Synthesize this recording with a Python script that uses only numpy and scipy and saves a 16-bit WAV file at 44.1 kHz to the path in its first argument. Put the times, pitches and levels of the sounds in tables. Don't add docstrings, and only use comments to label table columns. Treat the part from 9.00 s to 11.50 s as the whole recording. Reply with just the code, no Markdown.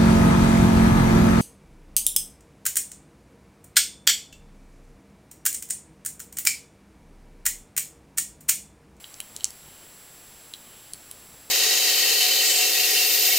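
import sys
import numpy as np
from scipy import signal
from scipy.fft import rfft, irfft
from scipy.io import wavfile

SR = 44100
rng = np.random.default_rng(int(sys.argv[2]) if len(sys.argv) > 2 else 0)


def master(y):
    cut = np.clip(np.atleast_2d(y).T, -1, 1)
    pcm = np.round(cut * 32767)
    wavfile.write(sys.argv[1], SR, pcm.astype(np.int16))


N = 110250


def amp(db):
    return 10 ** (np.asarray(db) / 20)


def gain_at(hz, points):
    curve_hz, curve_db = np.array(points, float).T
    return amp(np.interp(np.log(np.maximum(hz, 1)), np.log(curve_hz), curve_db))


def colour(x, points):
    bin_hz = np.fft.rfftfreq(len(x), 1 / SR)
    return irfft(rfft(x) * gain_at(bin_hz, points), len(x))


def add(out, x, start_s):
    first = max(int(round(start_s * SR)), 0)
    out[first:first + len(x)] += x[:len(out) - first]


def grains(per_s):
    return (rng.random(N) < per_s / SR) * rng.standard_normal(N)


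def unit(x):
    return x / np.sqrt(np.mean(x ** 2) + 1e-18)


# frequency in Hz, density in dB per Hz.
HISS_SPECTRUM = [(20, -87.5), (65, -84), (160, -85.5), (450, -87.5), (1000, -90), (2200, -91.5),
                 (3100, -92), (5700, -93), (7000, -96), (7700, -94.5), (8300, -96.5), (9400, -93),
                 (10700, -87.5), (12000, -93.5), (12800, -99.5), (13400, -94.5), (14600, -91.5),
                 (15600, -93)]


def hiss():
    return colour(rng.standard_normal(N), HISS_SPECTRUM) * np.sqrt(SR / 2)


# frequency in Hz, restarts per second (once for each picture).
WHINE_TONES = [(7569, 30), (7867, 29.97), (11628, 29.97), (15138, 30), (15734, 29.97)]
WHINE_LEVELS = [-56.5, -60.5, -67, -64.5, -69]


def whine():
    t = np.arange(N) / SR
    out = np.zeros(N)
    for (hz, frame_rate), rms_db in zip(WHINE_TONES, WHINE_LEVELS):
        time_in_frame = (t + rng.random()) % (1 / frame_rate)
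        out += np.sqrt(2) * amp(rms_db) * np.sin(2 * np.pi * hz * time_in_frame)
    return out


def background(top_hz=15800):
    kept_bins = np.fft.rfftfreq(N, 1 / SR) < top_hz
    return irfft(rfft(hiss() + whine()) * kept_bins, N)


# frequency in Hz, gain in dB.
HANDLING_COLOUR = [(20, -10), (70, -1), (200, -5), (400, -10.5), (900, -11), (3000, -45)]
# time in seconds, change of handling level in dB.
HAND_EFFORT = [(0, -10), (.3, 9.5), (.5, -0.5), (.65, 5.5), (.95, 1), (1.1, -7), (1.65, -4), (1.83, 1.5),
               (2.15, -0.5), (2.5, 0)]
HANDLING_DB = -63.5
BUMPS_PER_S, BUMP_DECAY_S = 120, .008


def handling(size=2048):
    decay = np.exp(-np.arange(size) / SR / BUMP_DECAY_S)
    bumps = signal.fftconvolve(grains(BUMPS_PER_S), decay)[:N]
    rumble = unit(colour(bumps * rng.standard_normal(N), HANDLING_COLOUR))
    effort_db = np.interp(np.arange(N) / SR, *np.array(HAND_EFFORT).T)
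    return amp(HANDLING_DB + effort_db) * rumble


CONTACT_COLOUR_HZ = [1800, 3824, 4410, 6730, 9870]
# frequency in Hz, t60 in seconds before the contact's ring factor, level in dB.
LOCK_MODES = [(3026, 0.0072, 2), (3240, 0.077, -15), (3970, 0.0061, 2.5), (4497, 0.0077, -2),
              (5560, 0.0067, -1.5), (6390, 0.0084, -1.5), (7150, 0.0053, -0.5), (7750, 0.0064, -1),
              (8450, 0.0053, 1), (9950, 0.0068, 2), (11140, 0.0054, -5.5)]
# frequency in Hz, gain in dB.
SKID_COLOUR = [(100, -11), (700, -23), (1400, 0.5), (2500, 9), (5000, -5), (9000, 11), (12500, 4),
               (14200, 7), (15500, -9), (17000, -16)]
ATTACK_S, SKID_DECAY_S = 0.00015, .0006


def click(levels, ring, skid_db, size=2048):
    t = np.arange(size) / SR
    reach = list(zip(CONTACT_COLOUR_HZ, levels))
    body = np.zeros(size)
    for hz, t60, db in LOCK_MODES:
        tone = np.sin(2 * np.pi * (hz * t + rng.random()))
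        decay = np.exp(-np.log(1000) * t / (t60 * ring))
        body += amp(db) * gain_at(hz, reach) * tone * decay
    skid_noise = colour(rng.standard_normal(size), SKID_COLOUR)
    skid = colour(skid_noise, reach) * np.exp(-t / SKID_DECAY_S)
    rise = 1 - np.exp(-t / ATTACK_S)
    return rise * (body + amp(skid_db) * skid)


# start in seconds, five levels in dB (one at each contact colour frequency),
# ring length as a multiple of the modes' own, skid level in dB.
PICK_CONTACTS = [ (0.0425, -33, -29, -38, -50, -52, 1.18, -5), (0.1417, -48, -45, -33.5, -32, -46, 1.0, -2),
                 (0.203, -33, -28, -34.5, -32, -23.5, 1.64, 4), (.3640, -48, -32.5, -31, -24, -25, 1.1, 4),
                 (0.4, -48, -42, -44, -45, -52, 1.4, -4), (0.4073, -38, -35, -39, -43, -52, 2.1, -8),
                 (.4342, -42, -42, -36, -44, -52, 1.2, -8), (0.4435, -17.5, -30.5, -14.5, -3, -17, 0.78, 1),
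                 (.5055, -52, -48, -34, -33, -34.5, 0.98, 1), (1.5376, -51, -19, -29, -37, -34.5, 1.29, -9),
                 (1.9350, -35, -38.5, -23.5, -33, -22.5, 0.96, -6),
                 (2.1127, -45, -34, -36, -40, -23.5, 1.07, -4), ]


def padlock():
    out = np.zeros(N)
    for start, *levels, ring, skid_db in PICK_CONTACTS:
        add(out, click(levels, ring, skid_db), start)
    return out


# start in seconds, length in seconds, level in dB at the peak.
PICK_SLIDES = [(0.622, 0.3, -62), (1.59, 0.32, -60.5)]
# frequency in Hz, gain in dB.
SLIDE_COLOUR = [(1500, -23), (2600, -8), (3030, 5), (3350, -4), (3800, -5), (4600, -17), (8000, -34)]


def sliding(catches_per_s=990):
    t = np.arange(N) / SR
    swell = np.zeros(N)
    for start, length, db in PICK_SLIDES:
        progress = np.clip((t - start) / length, 0, 1)
        swell += amp(db) * np.sqrt(np.abs(np.sin(np.pi * progress)))
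    return swell * unit(colour(grains(catches_per_s), SLIDE_COLOUR))


# delay in seconds, level in dB.
NEAR_ECHOES = [(.0076, -19.5), (0.01, -15.5)]
# frequency in Hz, gain in dB.
ROOM_COLOUR = [(500, -8), (2300, -1), (3250, 5.5), (4300, 2.5), (6800, 0), (10000, -2), (15000, -9)]
ROOM_DB, ROOM_T60_S, ROOM_DELAY_S = -16.5, 0.19, .0068


def room(x, size=16384):
    t = np.arange(size) / SR
    tail = colour(rng.standard_normal(size), ROOM_COLOUR) * np.exp(-np.log(1000) * t / ROOM_T60_S)
    unit_energy = np.sqrt(2 * np.log(1000) / (ROOM_T60_S * SR))
    response = np.zeros(size)
    response[0] = 1
    add(response, amp(ROOM_DB) * tail * unit_energy, ROOM_DELAY_S)
    for delay, db in NEAR_ECHOES:
        add(response, amp([db]), delay)
    return signal.fftconvolve(x, response)[:N]


def scene():
    mono = room(padlock() + sliding()) + handling() + background()
    return np.array([mono, mono])


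OVERLOAD = 0.71
TOP_HZ = 16500


def record(dry):
    lowpass = signal.ellip(10, .1, 80, TOP_HZ, fs=SR, output="sos")
    saturated = OVERLOAD * np.tanh(dry / OVERLOAD)
    return signal.sosfilt(lowpass, saturated)


dry = scene()
out = record(dry)
master(out)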